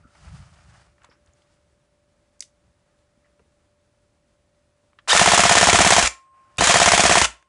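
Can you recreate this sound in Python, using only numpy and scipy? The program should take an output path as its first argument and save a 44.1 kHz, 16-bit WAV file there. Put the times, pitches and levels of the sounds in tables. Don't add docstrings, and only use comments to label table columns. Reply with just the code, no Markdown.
import sys
import numpy as np
from scipy import signal
from scipy.fft import rfft, irfft
from scipy.io import wavfile
from scipy.ndimage import uniform_filter1d

SR = 44100
rng = np.random.default_rng(int(sys.argv[2]) if len(sys.argv) > 2 else 0)


def inscribe(sig):
    pcm = np.round(np.clip(np.atleast_2d(sig).T, -1, 1) * 32767)
    wavfile.write(sys.argv[1], SR, pcm.astype(np.int16))


def magnitude_from_level(level_db):
    exponent = np.asarray(level_db, float) / 20
    return 10 ** exponent


N = 329868
TIME = np.arange(N) / SR

# f/Hz, level/dB per Hz
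HUSH_SPECTRUM = [(12, -63.5), (20, -8), (48, -3.5), (72, -1.5), (276, -13.5), (323, -11.5), (480, -19),
                 (576, -15), (730, -19.5), (1410, -22), (3090, -28.5), (7960, -31), (10600, -34),
                 (13800, -54), (22000, -120)]
HUSH_DB = -65
# f/Hz, level/dB
HUM_TONES = [(538.3, -84), (586.8, -74)]
ROOM_T60_S, ROOM_DB = 0.19, -12.5

# t/s, speed level/dB, weight level/dB
DRAG_MOTION = [
    [(.07, -72.5, -90), (.164, -59, -60), (.306, -54, -39.5), (.464, -56.5, -47), (.5, -59, -55),
     (.628, -61, -57.5), (.7, -58.5, -51.5), (.814, -59.5, -58), (1.008, -82.5, -77)],
]
# t/s, length/s, shell level/dB, pile level/dB, floor level/dB
GRIP_SHIFTS = [(.01, 0.11, -65.5, -74, -56), (1.042, 0.11, -60, -74, -60.5),
               (1.288, 0.032, -64.5, -77, -60), (1.37, 0.28, -69.5, -71, -75), (1.522, 0.13, -73, -73, -70),
               (1.68, 0.063, -86, -85, -62), (2.658, .25, -82, -83, -63), (2.88, 0.33, -74, -85, -73),
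               (3.256, .18, -73, -79, -79), (3.423, 0.065, -88, -86, -63), (6.265, .5, -70.5, -87, -91),
               (6.37, .6, -69, -78.5, -89), (6.527, 0.19, -66, -74, -75)]
SHIFT_RISE_S, SHIFT_SWING_DB = 0.064, 20.5
# f/Hz, level/dB per Hz
RUSTLE_SPECTRUM = [(180, -35.5), (300, -9), (550, -12), (680, -0.5), (1030, -4), (1240, 0), (3000, -11.5),
                   (3900, -45), (6600, -120)]
# f/Hz, level/dB per Hz
PILE_SPECTRUM = [(1760, -18.5), (3000, -3), (4210, -3.5), (4810, 0), (5690, -3), (9510, -6.5), (10600, -16),
                 (13800, -44), (22000, -120)]
PILE_BELOW_DB = 3.5
# f/Hz, level/dB per Hz
RUMBLE_SPECTRUM = [(12, -50), (20, -36.5), (65, 1.5), (102, -9), (172, -9.5), (274, -44), (300, -55.5),
                   (390, -64), (660, -120)]

PART_VOICES = {"shell": [(1250, 1300, 0.018, 2)], "creak": [(1250, 1300, 0.24, -4)],
               "butt": [(210, 210, 0.058, 6.5)], "grip": [(460, 610, 0.062, -0.5)],
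               "nail": [(6600, 2800, 0.011, 2)], "seam": [(3000, 3000, .02, -0.5)],
               "detent out": [(6510, 3700, 0.011, 1), (2150, 630, .03, -25.5), (450, 400, .02, -36),
               (5500, 1200, 0.041, -16)], "detent in": [(5100, 2300, 0.011, -5), (3300, 1400, 0.024, -7.5),
               (8470, 3200, 0.013, -7.5), (2150, 1100, 0.013, -11.5), (5000, 7000, 0.12, -14.5)],
               "trigger": [(1337, 700, .035, -1), (2600, 1600, .04, -5.5)],
               "contact": [(5010, 11000, 0.0076, 2)], "pinion": [(3700, 250, 0.043, 0.5)],
               "latch": [(4890, 230, 0.032, -0.5)], "floor": [(60.3, 63, 0.088, -3.5)],
               "scrape": [(5140, 800, .12, 0)], "rub": [(1350, 180, 0.36, 1)],
               "squeak": [(1860, 600, .18, 0)], "brush": [(2610, 700, 0.019, -0.5)],
               "stock": [(750, 1240, 0.028, 0.5)]}
FINGER_TICKS = {"shell": [(.981, -52.5), (1.018, -49), (1.114, -48), (3.394, -55), (4.931, -53),
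                (7.425, -49)], "creak": [(1.026, -48), (1.105, -47)], "rub": [(.03, -54)],
                "squeak": [(3.24, -59)], "butt": [(.045, -50.5), (3.17, -60), (3.41, -63)],
                "stock": [(1.043, -39.5)], "grip": [(1.087, -46.5), (3.395, -50), (3.45, -63)],
                "seam": [(1.045, -45), (1.122, -58), (1.274, -54), (1.4195, -54), (2.987, -61),
                (6.561, -52.5)], "nail": [(1.034, -54), (1.046, -48), (1.261, -56), (1.335, -53),
                (1.42, -63), (6.529, -70), (7.425, -55)], "scrape": [(1.095, -58), (1.125, -60)]}
WORKS_TICKS = {"nail": [(2.394, -52)], "detent out": [(2.4052, -19)], "detent in": [(2.4228, -27)],
               "trigger": [(4.9865, -37)], "shell": [(5.075, -24.5)], "grip": [(6.584, -25.5)],
               "butt": [(6.584, -26.5)], "contact": [(5.0788, -28), (6.571, -38.5), (6.5832, -15.5)],
               "pinion": [(5.092, -14.5), (5.117, -17), (6.5834, -17)], "brush": [(6.583, -13.5)],
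               "latch": [(5.1105, -9.5)], "floor": [(6.024, -18)]}

# first slam t/s, cycle/s, number of shots
STEADY_FIRE = [
    (5.2582, .05878, 13),
    (6.7400, .05905, 8),
]
KNOCK_LAG_S, SNAP_LAG_S = .0172, .0273
# slam t/s, knock lag/s, snap lag/s, slam level/dB, knock level/dB (0 is steady fire)
SPIN_UP_CYCLES = [
    (5.1287, .0205, .0342, 1.5, -6),
    (5.194, 0.019, .0324, 0.5, 1.5),
    (6.607, 0.013, 0.032, 1, -1.5),
    (6.671, .024, .0377, -11, 0.5),
]
# slam t/s, snap lag/s, slam level/dB, snap level/dB
COAST_CYCLES = [
    (6.025, .0326, -6.5, -1.5),
    (7.214, .0294, -0.5, -5),
]
# t/s, level/dB (0 is steady fire)
BOUNCES = [
    (5.1736, 2.5),
    (6.0709, -6),
]

# t/s, load level/dB, tooth rate f/Hz
MOTOR_RUNS = [
    [(5.076, -66.5, 2237), (5.08, -25.5, 2302), (5.108, -15, 3270), (5.13, -20.5, 3780), (5.175, -17, 3632),
     (5.3, -17, 3300), (6.02, -17.5, 3238), (6.078, -23, 2600), (6.09, -66, 2500)],
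    [(6.5815, -34.5, 2500), (6.585, -23, 2718), (6.6, -25.5, 3000), (6.65, -16.5, 3070),
     (6.75, -17.5, 3190), (7.22, -18, 3178), (7.258, -20, 2674), (7.27, -67, 2520)],
]
# share of cycle, grind level/dB, whine level/dB
CYCLE_LOAD = [(0, 5.5, -16), (.2, -0.5, -15), (0.301, 3, 3), (0.501, 2, -14), (0.702, 0, -5),
              (.88, 0.5, -1.5), (0.962, -7.5, 2.5), (0.998, -7, -19.5)]
# f/Hz, level/dB per Hz
GRIND_SPECTRUM = [(280, -33.5), (480, -11.5), (700, -8), (1160, -7), (1850, -8), (2700, -9.5), (3300, -9.5),
                  (4400, -13), (7000, -11), (10600, -20.5)]
WHINE_DB, FREE_RUN_DB = -10, 13.5
BITE_S, SETTLE_S = 0.053, 0.02

# f/Hz, level/dB, t60/s
RECEIVER_MODES = [(354.6, 0.5, 0.013), (700, 1.5, 0.017), (857, 9, 0.014), (1070, 3, 0.02),
                  (1300, 1, 0.029), (1800, -10, 0.035), (2080, -5.5, 0.035)]
# f/Hz, level/dB, t60/s
THUMP_MODES = [(58.4, -7, 0.26), (115, -2.5, 0.042), (257, -7, 0.011)]
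# f/Hz, level/dB, t60/s
LATCH_MODES = [(1084, -2.5, 0.035), (1321, 2, 0.014), (1834, -8, 0.089), (2100, -5, 0.024),
               (2430, 6.5, 0.0097), (3300, -20.5, 0.0092), (7400, -14.5, 0.036)]
# f/Hz, level/dB per Hz
CRACK_SPECTRUM = [(880, -17), (1500, -5.5), (1950, 3.5), (2890, -2.5), (3980, -4.5), (7170, 1),
                  (10600, -12.5), (13800, -48), (22000, -120)]
# f/Hz, level/dB per Hz
JOLT_SPECTRUM = [(21, -38.5), (35, -1), (135, -4), (177, 0.5), (263, -3.5), (480, -7), (620, -27.5),
                 (1060, -120)]
BODY_DB, CRACK_DB, THUMP_DB, KNOCK_DB, SNAP_DB, LATCH_DB = -1.96, -13.5, -27, -8, -4.5, -11.5
UNEVEN_DB = 1.2
ROCK_S, ROCK_WIDTH_S, ROCK_DB = 5.755, .06, 7

# f/Hz, level/dB, t60/s
STOCK_MODES = [(187, -10, .09), (340, -17, .06), (765, -15, .04), (1003, -14, .045), (1300, -10, .02),
               (1843, -3, .025), (2450, -10, .018)]
# f/Hz, level/dB, t60/s
TUBE_MODES = [(695, 0, .085)]
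REBOUND_CYCLES, REBOUND_SHARE = 4, .24

# start t/s, end t/s, level/dB
SPRING_SONGS = [
    (6.128, 6.563, -52.5),
    (7.332, 7.48, -65.5),
]
# f/Hz, level/dB
SPRING_HIGH_TONES = [(8091, -101), (8328, -96), (8468, -86)]
SPRING_HZ, SPRING_FADE_DB_S, SPRING_RISE_S = 1063, 19, .015
BEAT_HZ, BEAT_DB = 3.8, 2.5


def rms_one(x):
    return x / np.sqrt(np.mean(x ** 2) + 1e-20)


def coloured(spectrum, white=None):
    if white is None:
        white = rng.standard_normal(N)
    hz, level_db = np.transpose(spectrum)
    bin_hz = np.arange(N // 2 + 1) * SR / N
    read_hz = np.minimum(bin_hz + 1, 10400)
    shape = magnitude_from_level(np.interp(np.log(read_hz), np.log(hz), level_db)) * (bin_hz < 12000)
    return rms_one(irfft(rfft(white) * shape, N))


def drift(rate_hz):
    r = np.exp(-2 * np.pi * rate_hz / SR)
    wander = signal.lfilter([1], [1, -2 * r, r * r], rng.standard_normal(N + SR))
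    return rms_one(wander[SR:])


def grains(per_s, size_db):
    sizes = magnitude_from_level(size_db * np.minimum(rng.exponential(1, N), 5)) * rng.choice([-1, 1], N)
    return sizes * (rng.random(N) < per_s / SR)


def in_time(spans):
    s, *columns = np.transpose(np.concatenate(spans))
    on = sum((TIME >= rows[0][0]) & (TIME <= rows[-1][0] + .025) for rows in spans)
    return [np.interp(TIME, s, c) for c in columns] + [uniform_filter1d(1. * on, size=40)]


def strikes(times, level_db):
    clicks = np.full(N, 1e-18)
    clicks[(np.asarray(times) * SR).astype(int)] = magnitude_from_level(level_db)
    return clicks


def struck(times, level_db, modes, spread_db, contact_hz):
    out = 0
    luck = rng.standard_normal((len(times), len(modes)))
    for k, (hz, mode_db, t60) in enumerate(modes):
        r, w = magnitude_from_level(-60 / (t60 * SR)), 2 * np.pi * hz / SR
        clicks = (-1) ** k * strikes(times, level_db + mode_db + spread_db * luck[:, k])
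        out = out + signal.lfilter([0, np.sin(w)], [1, -2 * r * np.cos(w), r * r], clicks)
    return signal.lfilter(*signal.butter(1, contact_hz, fs=SR), out)


def dying(times, level_db, t60):
    return signal.lfilter([1], [1, -magnitude_from_level(-60 / (t60 * SR))], strikes(times, level_db))


def background():
    hum = 0
    for hz, db in HUM_TONES:
        hum = hum + magnitude_from_level(db + 1.5 + 1.6 * drift(14)) * np.sqrt(2) * np.sin(2 * np.pi * hz * TIME)
    return magnitude_from_level(HUSH_DB - 1.34 + 0.64 * drift(11)) * coloured(HUSH_SPECTRUM) + hum


def drag():
    speed_db, weight_db, on = in_time(DRAG_MOTION)
    gains = on * magnitude_from_level(np.array([speed_db, speed_db - PILE_BELOW_DB, weight_db]))
    for s, length, *peaks_db in GRIP_SHIFTS:
        away = np.maximum((s - TIME) / SHIFT_RISE_S, (TIME - s) / length)
        swell = magnitude_from_level(-SHIFT_SWING_DB * np.minimum(away, 10))
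        gains = gains + np.outer(magnitude_from_level(np.array(peaks_db)), swell)
    shell = magnitude_from_level(-1.5 + 2.1 * drift(22)) * coloured(RUSTLE_SPECTRUM, grains(3000, size_db=-0.5))
    pile = magnitude_from_level(-2.2 + 1.2 * drift(25)) * coloured(PILE_SPECTRUM, grains(7200, size_db=0.5))
    rumble = magnitude_from_level(2.8 * drift(22)) * coloured(RUMBLE_SPECTRUM)
    return gains[0] * shell + gains[1] * pile + gains[2] * rumble


def tick(hz, width_hz, t60):
    t = np.arange(8000) / SR
    r = np.exp(-np.pi * width_hz / SR)
    burst = rng.standard_normal(8000) * magnitude_from_level(-60 * t / t60) * np.minimum(t / (0.04 * t60), 1)
    resonance = [0.87, 0.011, -1, 1, -2 * r * np.cos(2 * np.pi * hz / SR), r * r]
    ring = signal.sosfilt([resonance] * 2, burst)
    return ring / np.abs(ring).max()


def ticks():
    out = np.zeros(N)
    for touches in (FINGER_TICKS, WORKS_TICKS):
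        for part, events in touches.items():
            for s, db in events:
                at = int(s * SR)
                for hz, width_hz, t60, part_db in PART_VOICES[part]:
                    out[at:at + 8000] += (magnitude_from_level(db + part_db) * tick(hz, width_hz, t60))[:N - at]
    return out


def room(x):
    t = np.arange(SR // 2) / SR
    low = signal.lfilter(*signal.butter(1, 2500, fs=SR), rng.standard_normal(len(t)))
    tail = rng.standard_normal(len(t)) * magnitude_from_level(-60 * t / (1.08 * ROOM_T60_S))
    tail = tail + 0.24 * low * magnitude_from_level(-60 * t / (1.8 * ROOM_T60_S))
    tail = tail * (t > .004)
    x = signal.lfilter(*signal.butter(2, 160, "high", fs=SR), x)
    return magnitude_from_level(ROOM_DB) * signal.fftconvolve(x, tail / np.sqrt(np.sum(tail ** 2)))[:N]


def contacts():
    cycles = [(first + k * cycle, KNOCK_LAG_S, SNAP_LAG_S, 0, 0)
              for first, cycle, shots in STEADY_FIRE for k in range(shots)] + SPIN_UP_CYCLES
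    slams, hits, snaps = [], [], list(BOUNCES)
    for s, knock_lag, snap_lag, slam_db, knock_db in cycles:
        slams.append((s, slam_db))
        hits.append((s + knock_lag, knock_db))
        snaps.append((s + snap_lag, 0))
    for s, snap_lag, slam_db, snap_db in COAST_CYCLES:
        slams.append((s, slam_db))
        snaps.append((s + snap_lag, snap_db))
    return [np.transpose(sorted(rows)) for rows in (slams, hits, snaps)]


def gearbox():
    load_db, mesh_hz, on = in_time(MOTOR_RUNS)
    slams = contacts()[0][0]
    free = 0
    for rows in MOTOR_RUNS:
        start = rows[0][0]
        hit = slams[np.searchsorted(slams, start)]
        free = free + np.interp(TIME, [start, start + BITE_S, hit, hit + SETTLE_S], [0, 1, 1, 0])
    cycle = np.interp(TIME, slams, np.arange(len(slams))) % 1
    gap = np.diff(slams, append=N)[np.searchsorted(slams, TIME) - 1]
    firing = (TIME > slams[0]) & (gap < .1)
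    share, stroke_grind_db, stroke_whine_db = np.transpose(CYCLE_LOAD)
    grind_db = load_db + firing * np.interp(cycle, share, stroke_grind_db) + .8 * drift(120)
    grind = coloured(GRIND_SPECTRUM, grains(6000, size_db=1.5)) * magnitude_from_level(grind_db)
    turn = 2 * np.pi * np.cumsum(mesh_hz * (1 + .036 * drift(110))) / SR
    whine = np.sin(turn) + magnitude_from_level(-1) * np.sin(turn / 2 + 1.5 * drift(40)) + magnitude_from_level(-15) * np.sin(2 * turn)
    whine_db = load_db + WHINE_DB + FREE_RUN_DB * free
    whine_db = whine_db + firing * np.interp(cycle, share, stroke_whine_db) + 2.5 * drift(110)
    return on * (grind + whine * magnitude_from_level(whine_db))


def blows():
    (slam, slam_db), (knock, knock_db), (snap, snap_db) = contacts()
    crack_db = CRACK_DB + UNEVEN_DB * rng.standard_normal(len(slam))
    clack_db = SNAP_DB + snap_db + UNEVEN_DB * rng.standard_normal(len(snap))
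    weight_db = KNOCK_DB + knock_db
    thump_db = THUMP_DB + 0.43 * slam_db + 2 * UNEVEN_DB * rng.standard_normal(len(slam))
    thump_db = thump_db + ROCK_DB * np.exp(-((slam - ROCK_S) / ROCK_WIDTH_S) ** 2)
    puff = np.hanning(28)
    pop = -np.convolve(strikes(slam + .0011, BODY_DB + .4 * slam_db - 1.5), puff)[:N]
    rings = struck(slam + 0.00124, BODY_DB + slam_db - 11, RECEIVER_MODES, spread_db=2.0, contact_hz=3000)
    rings += struck(slam + 0.0017, thump_db + 5, THUMP_MODES, spread_db=3.0, contact_hz=700)
    rings += struck(snap + 0.00062, LATCH_DB + snap_db - 5, LATCH_MODES, spread_db=2.5, contact_hz=12000)
    rattle = dying(slam + .0009, crack_db + 2, .018) + dying(slam + .0052, crack_db - 4, .03)
    rattle += dying(snap + .0005, clack_db - 5.5, .018) + dying(snap + .0045, clack_db - 10, .02)
    rattle += dying(knock - .003, weight_db - 17, 0.014)
    jolt = dying(slam + 0.0011, thump_db + 1, .1) + dying(knock, weight_db - 22, .07)
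    jolt = uniform_filter1d(jolt, size=130)
    return pop + rings + rattle * coloured(CRACK_SPECTRUM) + jolt * coloured(JOLT_SPECTRUM)


def knocks():
    s, knock_db = contacts()[1]
    level_db = KNOCK_DB + knock_db
    boom = struck(s + .0006, level_db + .8, TUBE_MODES, spread_db=.5, contact_hz=2500)
    boom -= REBOUND_SHARE * np.roll(boom, round(REBOUND_CYCLES * SR / TUBE_MODES[0][0]))
    shell = struck(s + .0008, level_db + .3, STOCK_MODES, spread_db=1.1, contact_hz=3500)
    return boom + shell


def ducking(loud, depth_db, release_db_s):
    held_db = depth_db * (uniform_filter1d(loud ** 2, size=400) > magnitude_from_level(-60))
    climb_db = release_db_s * TIME
    sunk_db = np.maximum.accumulate(held_db + climb_db) - climb_db
    return magnitude_from_level(-np.maximum(sunk_db, 0))


def spring():
    line = 0
    for start, end, db in SPRING_SONGS:
        t = TIME - start
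        gate = np.clip(np.minimum(t, end + 0.023 - TIME) / SPRING_RISE_S + 1, 0, 1)
        beat_db = BEAT_DB * np.cos(2 * np.pi * BEAT_HZ * t)
        line = line + gate * magnitude_from_level(db - SPRING_FADE_DB_S * np.maximum(t, 0) + beat_db)
    high = sum(magnitude_from_level(db) * np.sin(2 * np.pi * hz * TIME) for hz, db in SPRING_HIGH_TONES)
    fade = dying([6.1, 7.27], np.array([9, 3]), 2.1)
    return np.sqrt(2) * (line * np.sin(2 * np.pi * SPRING_HZ * TIME) + (line > 0) * fade * high)


def scene():
    fingers = ticks()
    rifle = gearbox() + blows() + knocks()
    close = drag() + fingers + rifle + room(rifle + magnitude_from_level(-5) * fingers) + spring()
    return (close + background() * ducking(rifle, depth_db=12, release_db_s=30))[None]


def top_cut(x):
    return signal.sosfilt(signal.butter(12, 10780, fs=SR, output="sos"), x)


def record(dry):
    heard = signal.sosfilt(signal.butter(2, 42, "high", fs=SR, output="sos"), dry)
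    limited = heard / (1 + (np.abs(heard) / .96) ** 5) ** (1 / 5)
    cut = signal.sosfilt(signal.ellip(10, .5, 62, 10680, fs=SR, output="sos"), limited)
    return top_cut(cut)


dry = scene()
out = record(dry)
inscribe(out)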